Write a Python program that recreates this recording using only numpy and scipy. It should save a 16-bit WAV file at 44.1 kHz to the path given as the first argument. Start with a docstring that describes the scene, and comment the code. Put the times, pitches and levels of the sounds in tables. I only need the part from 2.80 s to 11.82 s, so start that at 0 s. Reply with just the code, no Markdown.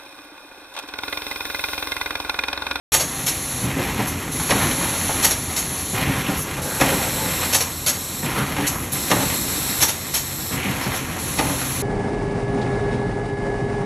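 """An air-driven forming machine works in a factory hall, one stroke every 2.3 seconds, its motor humming.
First, over a hissing air jet, a cylinder blows off and a return valve answers, making the metal ring.
The jet shuts and the carriage rumbles forward, bumping and scraping. Small valves puff, the jet opens
again, and the tool clacks shut on the steel cabinet. All this happens four times. From about
3 seconds on the microphone moves closer, and near the end it steps back."""
import sys
import numpy as np
from scipy import signal
from scipy.fft import rfft, irfft
from scipy.io import wavfile

SR = 44100
rng = np.random.default_rng(int(sys.argv[2]) if len(sys.argv) > 2 else 0)


def wrap_up_sound(samples):
    """Save the sound to the file named by the first command line argument, as 16-bit audio."""
    columns = np.atleast_2d(samples).T
    # keep every value between -1 and 1, then stretch to whole-number steps
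    tamed = np.clip(columns, -1, 1)
    steps = np.round(tamed * 32767).astype(np.int16)
    wavfile.write(sys.argv[1], SR, steps)


N = 397782
TIME = np.arange(N) / SR
BINS = np.fft.rfftfreq(4096, 1 / SR)  # the frequencies at which filters are set

# The tone of each noise. Each row: frequency in Hz, relative level in dB.
HALL_TONE = [(20, -16), (50, -4), (85, 5.5), (135, 8), (220, -5.5), (320, -5), (450, -4.5), (900, -8.5),
             (1600, -15), (2600, -19.5), (4000, -19), (6500, -8.5), (11000, -15.5), (13000, -15.5),
             (16000, -25)]
RUMBLE_TONE = [(20, -25), (48, -2), (64, 0.5), (88, 1.5), (105, -4), (133, 2.5), (170, 0), (200, -0.5),
               (235, -3), (285, -0.5), (400, -9.5), (700, -22.5), (2000, -43.5)]
RUB_TONE = [(100, -12.5), (350, 1.2), (520, 3.2), (650, .3), (800, 3.5), (1100, 3.6), (1600, .3),
            (2000, .5), (2400, -1.3), (3300, -5.3), (4500, -9), (8000, -14.5), (16000, -11)]
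JET_FAR_TONE = [(500, -28), (2800, -3.5), (4000, 5.5), (5400, 0.5), (6300, 7.5), (7500, 3.5), (8250, -4.5),
                (8700, -55), (10000, 10.5), (11000, 6), (12000, -1.5), (12800, -33), (14000, 6.5),
                (16000, 4.5)]
JET_NEAR_TONE = [(500, -20), (3000, -6.5), (3900, 9.5), (4500, 3), (5600, 7), (6450, -7), (7700, 11.5),
                 (8700, 4), (10000, 7), (10800, -13), (11600, 7.5), (13000, 5.5), (14300, 4), (16000, 6)]
KNOCK_TONE = [(40, -32), (120, 8), (280, 4), (550, 3.5), (850, 6), (1200, 2), (1900, 5), (3000, 0),
              (4500, -3.5), (6500, -3), (9000, -21), (16000, -11)]
VALVE_TONE = [(100, -26), (500, 2.5), (1200, -1.5), (2500, 1.5), (4000, 2.5), (6200, 3), (8000, -3),
              (10000, 0.5), (11500, -0.5), (13500, 0), (16000, -12)]
# The motor's hum and whine. Each row: pitch in Hz, level in dB.
MOTOR_HUM = [(86.3, -42), (133, -46), (763, -60.5), (1139, -54.5)]
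# Ringing notes. Each row: pitch in Hz, level in dB, seconds to fade by 60 dB.
PANEL_NOTES = [(200, -1, .18), (245, -4, .15), (280, -3, .18), (352, -7, .18), (540, -1, .2),
               (590, -4, .15), (765, -4, .2), (830, 0, .16), (880, -2, .18), (1001, -4, .12),
               (1141, -5, .11), (1235, -3, .14), (1755, -4, .1), (1905, -2, .1), (2145, -7, .1),
               (2520, -5, .08)]  # cabinet panels
METAL_NOTES = [(2530, -10, .12), (3941, -8, .2), (4231, -11, .2), (4506, -8, .2), (5130, -16, .13),
               (5404, -2.5, .36), (5689, -6, .24), (6200, -2, .28), (6635, -1, .42), (7021, -3, .28),
               (7165, -8, .15), (7402, -5, .2), (7767, -4, .24), (8120, -3, .25), (8500, -6, .12),
               (9695, 1, .18), (10309, -7, .18), (10738, -3, .26), (11050, -9, .15), (11368, -8.5, .18),
               (11835, -7, .17), (12139, -6, .2), (12600, -3, .27), (13198, -4, .22)]  # valve bodies and steel rods
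# How fast sound dies in the frame and in the hall. Each row: frequency in Hz, seconds to fade by 60 dB.
FRAME_FADE = [(100, 0.22), (400, 0.15), (900, 0.17), (2000, 0.094), (4000, 0.077), (10000, 0.033)]
HALL_FADE = [(100, 0.27), (1000, 0.46), (4000, 0.27), (12000, 0.2)]

# The main movements. Each row: start in seconds, then the levels of impact, rumble and rubbing in dB.
CARRIAGE_FEEDS = [(0.835, -19.3, -26.3, -28), (3.128, -20.3, -26.3, -26.3), (5.425, -19.8, -27, -26),
                  (7.707, -21.8, -28, -28)]
TOOL_CLACKS = [(1.707, -14.3, -25.3, -25.3), (4.011, -13.2, -25.5, -24.7), (6.313, -12.8, -26.3, -29),
               (8.588, -16.5, -28, -30)]
# Their stages. Each row: delay and length in seconds, rumble and rubbing in dB, drop in dB per second.
FEED_STAGES = [(-.004, .11, 0, -1.2, 0), (.11, .33, -3, -.3, 4), (.44, .42, -4.3, -7.5, 2)]  # start, travel, creep into place
PRESS_STAGES = [(-.02, .2, 0, -.5, 2), (.18, .55, -2.5, -1.8, 4.5)]  # press home, hold the load
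# The loaded guides groan. Each row: start in seconds, length in seconds, level in dB.
GUIDE_GROANS = [(1.696, .9, -41), (3.78, 0.25, -33), (4.033, 0.62, -35), (8.605, 0.3, -39)]
# The notes of that groan. Each row: pitch in Hz, width in Hz, level in dB.
GUIDE_NOTES = [(535, 40, 4), (653, 25, -2), (870, 18, 3), (1570, 50, -11)]
# The carriage scrapes its guides. Each row: start and length in seconds, level in dB, pitch in Hz.
GUIDE_SCRAPES = [(.85, .3, -37, 1900), (3.19, .19, -33, 2000), (3.42, .09, -34, 2500),
                 (3.88, .12, -34, 1400), (5.52, .16, -30, 1250), (5.82, .07, -32, 2050),
                 (5.88, .2, -37, 1000), (7.73, .22, -32, 2200), (8.01, .07, -34.5, 4500)]

# The air jet opens. Each row: start in seconds, level in dB, dip in dB when the cylinder blows off.
JET_OPENINGS = [(-.785, -26, 5), (1.515, -25.7, 5), (3.815, -27.8, 7), (6.115, -26.5, 8.3),
                (8.385, -29.2, 6)]
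JET_OPEN_S, JET_SNAP_S, JET_SHUT_S = 1.645, .005, .012
JET_BUILD_S, JET_BUILD_DB = .12, 2.8  # the flow builds up after opening
JET_DRAIN_S, JET_DRAIN_FALL_S, JET_REFILL_S = .92, .1, .9  # the exhaust drains the supply, which refills

# Smaller hits. Each row: start in seconds, level in dB, main pitch in Hz.
CABINET_THUDS = [(0.823, -17, 183), (0.965, -14, 264), (0.994, -15, 248), (1.185, -13, 205),
                 (1.829, -17, 137), (1.852, -14, 242), (2.579, -20, 105), (3.132, -15, 180),
                 (3.264, -17, 102), (3.284, -17, 264), (3.364, -15, 137), (3.483, -15, 275),
                 (4.117, -13, 285), (5.569, -17, 196), (5.614, -14, 137), (5.784, -15, 285),
                 (5.819, -17, 293), (6.42, -15, 199), (7.723, -19, 183), (7.852, -15, 194),
                 (7.889, -15, 137), (8.06, -15, 210), (8.701, -17, 188)]  # carriage and tool bump the cabinet
LATCH_CLICKS = [(1.478, -31, 1400), (1.597, -26, 1100), (1.815, -26, 2000), (1.912, -27, 2400),
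                (2.012, -26, 750), (2.293, -23, 750), (3.78, -28, 850), (4.63, -22, 1800),
                (5.765, -25, 1700), (6.405, -26, 3000), (6.5, -26, 2400), (8.364, -27.5, 900),
                (8.815, -28, 1600)]  # latches and guides clack lightly
# The panel notes in a thud. Each row: multiple of the main pitch, level in dB.
THUD_NOTES = [(.63, -4), (1, 0), (1.42, -5), (2.1, -11), (2.9, -14)]
# Hard knocks. Each row: delay in seconds, level in dB, tilt in dB per octave (higher is brighter).
CARRIAGE_KNOCKS = [(.002, -6, -6.5), (.155, -4, -6.3), (.357, -3.5, -4.5)]  # it starts, takes up the load and stops
TOOL_KNOCKS = [(-.014, -14, 0), (0, -1.5, -.7), (.052, -9.5, -4), (.107, -10.5, -4)]  # first touch, the clack, two settling bumps
PISTON_KNOCKS = [(.002, -6, 2.3)]  # it meets its stop

# The cylinder blows off and the return valve answers. Each row: start in seconds, level in dB.
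CYLINDER_EXHAUSTS = [(0.138, -13.5), (2.443, -13.5), (4.743, -13.3), (7.022, -14.2)]
VALVE_RETURNS = [(0.463, -21.3), (2.762, -23.4), (5.062, -19), (7.338, -21.3)]
RETURN_OPEN_S, RETURN_TILT, RETURN_STRIKE_DB = .032, -.3, 3
# Bursts of air. Each row: delay in seconds, level in dB, seconds open, tilt in dB per octave,
# strength in dB of the valve's strike on its seat.
TOOL_BURSTS = [(-.015, -6.3, .018, -4.8, -8)]  # pushed out by the closing tool
EXHAUST_BURSTS = [(-.02, -3.7, .017, -1.4, -8), (0, -.5, .009, .5, 1), (.056, -6.5, .018, -1.5, -6)]  # pilot valve, main valve, rebound
# Small valves puff between feed and clack, and the jet spits as it opens at 6.12 s. Each row: start in seconds,
# then as for the bursts above.
SMALL_PUFFS = [(1.268, -26, .02, 4, -8), (3.565, -30.5, .065, 7, -3), (5.864, -20.3, .016, 1.5, -4),
               (5.9, -37, .16, 9, -8), (6.121, -18.5, .011, 24, -3), (8.14, -29.5, .031, 1, -8)]

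# Where the microphone stands. Each row: time in seconds, nearness from 0 (far) to 1 (close).
MIC_PATH = [(0, 0), (3.1, 0), (3.9, 0.3), (4.25, 0.7), (4.6, .8), (5.3, 0.8), (6.3, 0.6), (7.7, 1),
            (8.4, 0.2), (9, .2)]
# The microphone's own tone. Each row: frequency in Hz, gain in dB.
MIC_TONE = [(20, -3), (50, -1.5), (7800, 3), (9800, 0.5), (11100, 11.5), (12200, 3.5), (13200, -4),
            (14250, -12), (15200, -16), (16000, -24)]
# Narrow bands that its opening cuts out. Each row: frequency in Hz, width in Hz, depth in dB.
MIC_NOTCHES = [(4900, 200, 18), (9130, 440, 48), (14350, 380, 12)]


def amp(db):
    """Turns decibels into a number to multiply by."""
    return 10 ** (np.asarray(db) / 20)


def unit(x):
    """Scales a sound to an average power of 1."""
    return x / np.sqrt(np.mean(x ** 2) + 1e-20)


def read(points, hz):
    """Reads between the rows of a table, spacing frequencies by octaves."""
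    freqs, values = np.transpose(points)
    return np.interp(np.log(hz + 1), np.log(freqs + 1), values)


def add(mix, start, sound):
    """Mixes a sound in at a start time in seconds."""
    part = mix[max(round(start * SR), 0):][:len(sound)]
    part += sound[:len(part)]


def repeat(events, pattern):
    """Places a pattern at every event, adding up their times and their levels."""
    return [(start + delay, db + part_db, *rest)
            for start, db, *_ in events for delay, part_db, *rest in pattern]


def gate(start, length, rise_s, fall_s):
    """A loudness curve that rises, holds and dies away."""
    t = TIME - start
    return np.clip(t / rise_s, 0, 1) * np.exp(-np.clip((t - length) / fall_s, 0, 20))


def colour(x, gain_db):
    """Filters a sound by a gain at each of BINS; nothing rings ahead of the sound."""
    log_gain = np.log(amp(np.r_[gain_db, gain_db[-2:0:-1]]))
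    taps = np.fft.ifft(np.exp(np.conj(signal.hilbert(log_gain)))).real
    return signal.oaconvolve(x, taps)[:len(x)]


def peaks(resonances):
    """A filter curve in dB with one hump for each row of pitch, width and level."""
    power = sum(amp(2 * db) / (1 + (2 * (BINS - hz) / width) ** 2) for hz, width, db in resonances)
    return 10 * np.log10(power + 1e-9)


def noise(tone, size=N, tilt=0):
    """Noise with a given tone, tilted in dB per octave."""
    gain_db = read(tone, BINS) + tilt * np.log2(np.maximum(BINS, 100))
    return unit(colour(rng.standard_normal(size), gain_db))


def waver(rate_hz):
    """A smooth random wobble, mostly slower than rate_hz."""
    spectrum = rfft(rng.standard_normal(N))
    return unit(irfft(spectrum / (1 + (np.fft.rfftfreq(N, 1 / SR) / rate_hz) ** 4), N))


def ring(notes, uneven_db=2.5):
    """One second of a struck object ringing; each hit favours other notes."""
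    t, sound = TIME[:SR], np.zeros(SR)
    for hz, db, fade_s in notes:
        loudness = amp(db + uneven_db * rng.standard_normal() - 60 * t / fade_s)
        sound += loudness * np.sin(2 * np.pi * (hz * t + rng.random()))
    return sound / np.linalg.norm(sound)


def fade(x, fade_times):
    """Lets each frequency band die away at its own speed."""
    hz, t, bands = signal.stft(x, SR, nperseg=256)
    return signal.istft(bands * amp(-60 * t / read(fade_times, hz)[:, None]), SR)[1][:len(x)]


def nearness():
    """How close the microphone stands at each moment, from 0 to 1."""
    return np.clip(np.interp(TIME, *np.transpose(MIC_PATH)), 0, 1)


def steel_echoes(x, echo_db=-9, span_s=.009, count=12):
    """Nearby steel sheets send back quick echoes that boost some pitches and weaken others."""
    delays, signs = rng.uniform(.05, 1, count), rng.choice([-1, 1], count)
    out = x.copy()
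    for delay, sign in zip(delays, signs):
        add(out, delay * span_s, sign * amp(echo_db) * x / np.sqrt(count))
    return unit(out)


def hall_echo(x, echoes_per_s=2500):
    """The hall sends back scattered echoes that lose their treble first."""
    echoes = rng.standard_normal(SR) * (rng.random(SR) < echoes_per_s / SR) * (TIME[:SR] > .006)
    tail = fade(echoes, HALL_FADE)
    return signal.oaconvolve(x, tail / np.linalg.norm(tail))[:N]


def motor(drift_hz=2.13):
    """The motor hums and whines a little unsteadily over the steady noise of the hall."""
    hum = sum(amp(db + waver(1.3)) * np.sin(2 * np.pi * np.cumsum(hz + drift_hz * waver(5.2)) / SR)
              for hz, db in MOTOR_HUM)
    return np.sqrt(2) * hum + amp(-38) * noise(HALL_TONE)


def effort(idle_rumble_db=-31, idle_rub_db=-33.7, idle_near_db=-3.5):
    """Rumble and rubbing levels in dB: idling, weaker beside the cabinet, plus each movement."""
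    power = amp(np.array([[idle_rumble_db], [idle_rub_db]]) + idle_near_db * nearness()) ** 2
    for events, stages in (CARRIAGE_FEEDS, FEED_STAGES), (TOOL_CLACKS, PRESS_STAGES):
        for start, _, rumble_db, rub_db in events:
            for delay, length, stage_rumble_db, stage_rub_db, drop in stages:
                easing = amp(-drop * np.clip(TIME - start - delay, 0, length))
                shape = gate(start + delay, length, rise_s=.025, fall_s=.045) * easing
                power += (amp([[rumble_db + stage_rumble_db], [rub_db + stage_rub_db]]) * shape) ** 2
    return 10 * np.log10(power)


def drive(ticks_per_s=240, tick_db=-6.5, judder_db=1.43, panel_db=-16.5):
    """The drive judders and shakes the panels; the carriage rubs and rattles along its guides."""
    rumble_db, rub_db = effort()
    rumble = noise(RUMBLE_TONE) * amp(rumble_db - 2.1 + judder_db * waver(28))
    hits = rng.standard_normal(N) * (rng.random(N) < ticks_per_s / SR)
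    tick = fade(noise(RUB_TONE, size=2048), [(500, .022), (6000, .015)])
    rattle = unit(signal.oaconvolve(hits, tick)[:N])
    rubbing = steel_echoes(noise(RUB_TONE) + amp(tick_db) * rattle, echo_db=-8, span_s=.017)
    rubbing *= amp(rub_db - 1.4 + 1.4 * waver(10))
    panels = unit(signal.oaconvolve(rumble, ring(PANEL_NOTES))[:N]) * rumble.std()
    return rumble + rubbing + amp(panel_db) * panels


def groans(wander_db=3):
    """Friction makes the guides sound a few notes that come and go, then it eases off."""
    force = np.zeros(N)
    for start, length, db in GUIDE_GROANS:
        force += amp(db) * np.interp(TIME - start, [0, .0099, length / 2, length], [0, 1, 1, 0])
    notes = sum(colour(rng.standard_normal(N), peaks([note])) * amp(wander_db * waver(6))
                for note in GUIDE_NOTES)
    return force * unit(notes)


def scrapes(chatter_db=2):
    """Dry sliding swells and fades in two broad bands of noise, chattering as it goes."""
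    out = np.zeros(N)
    for start, length, db, hz in GUIDE_SCRAPES:
        t = np.arange(0, length, 1 / SR)
        band_db = 2 * peaks([(hz, .4 * hz, 0), (1.3 * hz, .4 * hz, -3)])
        rasp = unit(colour(rng.standard_normal(len(t)), band_db))
        add(out, start, amp(db) * np.sin(np.pi * t / length) * rasp)
    return out * amp(chatter_db * waver(60))


def jet_flow():
    """The jet's strength: it snaps open, builds up, dips at the exhaust, partly recovers and shuts."""
    flow = np.zeros(N)
    for start, db, dip_db in JET_OPENINGS:
        shortfall = np.exp(-np.maximum(TIME - start, 0) / JET_BUILD_S)
        drained = gate(start + JET_DRAIN_S, JET_DRAIN_FALL_S, JET_DRAIN_FALL_S, JET_REFILL_S)
        level_db = db - JET_BUILD_DB * shortfall - dip_db * drained
        flow += gate(start, JET_OPEN_S, JET_SNAP_S, JET_SHUT_S) * amp(level_db)
    return flow


def jet(far_db=-2, near_db=1.5, flutter_db=.5):
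    """The air jet hisses; its tone shifts as the microphone moves among the reflecting panels."""
    strength = jet_flow() * amp(flutter_db * waver(40))
    near = nearness()
    far_hiss = amp(far_db) * steel_echoes(noise(JET_FAR_TONE))
    near_hiss = amp(near_db) * steel_echoes(noise(JET_NEAR_TONE))
    return (np.sqrt(1 - near) * far_hiss + np.sqrt(near) * near_hiss) * strength


def thuds(swell_s=.009, die_s=.0175):
    """A soft, heavy bump makes the panels swing briefly at a few low notes."""
    out, t = np.zeros(N), TIME[:SR // 4]
    shape = (1 - np.exp(-t / swell_s)) * np.exp(-t / die_s)
    for start, db, hz in CABINET_THUDS:
        swing = sum(amp(note_db) * np.sin(2 * np.pi * (ratio * hz * t + rng.random()))
                    for ratio, note_db in THUD_NOTES)
        add(out, start, amp(db - 8) * unit(swing * shape) * shape.std() / shape.max())
    return out


def latches(die_s=.014, ring_db=-5, bounce_s=.016, bounce_db=-5):
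    """A small part hits, bounces once and rings the panels near its own pitch."""
    out, t = np.zeros(N), TIME[:SR // 2]
    for start, db, hz in LATCH_CLICKS:
        band_db = peaks([(hz, .9 * hz, 0)])
        tick = unit(colour(rng.standard_normal(len(t)), band_db)) * np.exp(-t / die_s)
        panels = colour(ring(PANEL_NOTES)[:len(t)], band_db)
        clack = tick + amp(ring_db) * unit(panels) * tick.std()
        add(out, start, amp(db) * clack)
        add(out, start + bounce_s, amp(db + bounce_db) * clack)
    return out


def knocks(panel_db=-2, crack_db=-2, crack_s=.0018, spread_s=.0051):
    """A hard blow cracks, spreads through the frame and leaves the panels ringing."""
    out, t = np.zeros(N), TIME[:SR // 2]
    blows = repeat(CARRIAGE_FEEDS, CARRIAGE_KNOCKS) + repeat(TOOL_CLACKS, TOOL_KNOCKS)
    blows += repeat(CYLINDER_EXHAUSTS, PISTON_KNOCKS)
    for start, db, tilt in blows:
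        frame = fade(noise(KNOCK_TONE, len(t), tilt), FRAME_FADE)
        crack = noise(KNOCK_TONE, len(t), tilt + 2) * 2 * t / crack_s * np.exp(-t / crack_s)
        notes = [(hz, note_db + tilt * np.log2(hz), fade_s) for hz, note_db, fade_s in PANEL_NOTES]
        panels = amp(panel_db) * unit(ring(notes)[:len(t)]) * frame.std()
        body = (frame + panels) * (1 - np.exp(-t / spread_s))
        add(out, start, amp(db + 3) * (body + amp(crack_db) * crack))
    return out


def valves(rise_s=.003, fall_s=.016, crack_s=.0028, ring_db=-10.5,
           width_hz=45, boost_db=12, sputter_db=.95):
    """Each valve strikes its seat, blows briefly and empties; both air and strike ring the metal."""
    out, t = np.zeros(N), TIME[:SR // 2]
    humps_db = boost_db + peaks([(hz, width_hz, db) for hz, db, _ in METAL_NOTES])
    metal_db = 10 * np.log10(1 + amp(2 * humps_db))  # lifts the metal's notes and lets the rest through
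    returns = [(start, db, RETURN_OPEN_S, RETURN_TILT, RETURN_STRIKE_DB) for start, db in VALVE_RETURNS]
    bursts = repeat(TOOL_CLACKS, TOOL_BURSTS) + repeat(CYLINDER_EXHAUSTS, EXHAUST_BURSTS)
    for start, db, open_s, tilt, strike_db in bursts + returns + SMALL_PUFFS:
        opening = 1 - np.exp(-t * amp(strike_db) / rise_s)  # a valve that moves gently opens slowly
        pressure = opening * np.exp(-np.maximum(t - open_s, 0) / fall_s)
        stream = steel_echoes(noise(VALVE_TONE, len(t), tilt), echo_db=-8, span_s=.005)
        air = colour(pressure * stream, metal_db) / colour(stream, metal_db).std()
        crack = noise(VALVE_TONE, len(t), tilt - .5) * np.exp(-t / crack_s)
        metal = ring(METAL_NOTES)[:len(t)]
        strike = crack + amp(ring_db) * metal / metal[:SR // 100].std()  # scaled by its first 10 ms
        add(out, start, amp(db - 1) * (air + amp(strike_db) * strike * opening))
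    return out * amp(sputter_db * waver(200))


def scene():
    """The machine and its hall, the same in both channels."""
    bursts = valves()
    hits = knocks() + thuds() + latches()
    background = motor() + drive() + scrapes() + groans()
    mix = background + jet() + bursts + hits + hall_echo(amp(-7) * bursts + amp(-10.5) * hits)
    return np.array([mix, mix])


def record(dry, silent_s=.12, ceiling=.92, top_hz=15800):
    """The microphone colours the sound, starts after a short silence, softens peaks and cuts the top."""
    notches_db = sum(db / (1 + ((BINS - hz) / width) ** 4) ** 2 for hz, width, db in MIC_NOTCHES)
    gain_db = read(MIC_TONE, BINS) - notches_db
    heard = np.array([colour(channel, gain_db) for channel in dry]) * (TIME > silent_s)
    heard = heard / (1 + (heard / ceiling) ** 8) ** (1 / 8)  # gentle overload
    low_pass = signal.firwin(511, top_hz, window=("kaiser", 9), fs=SR)
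    return signal.oaconvolve(heard, low_pass[None], "same")


dry = scene()
out = record(dry)
wrap_up_sound(out)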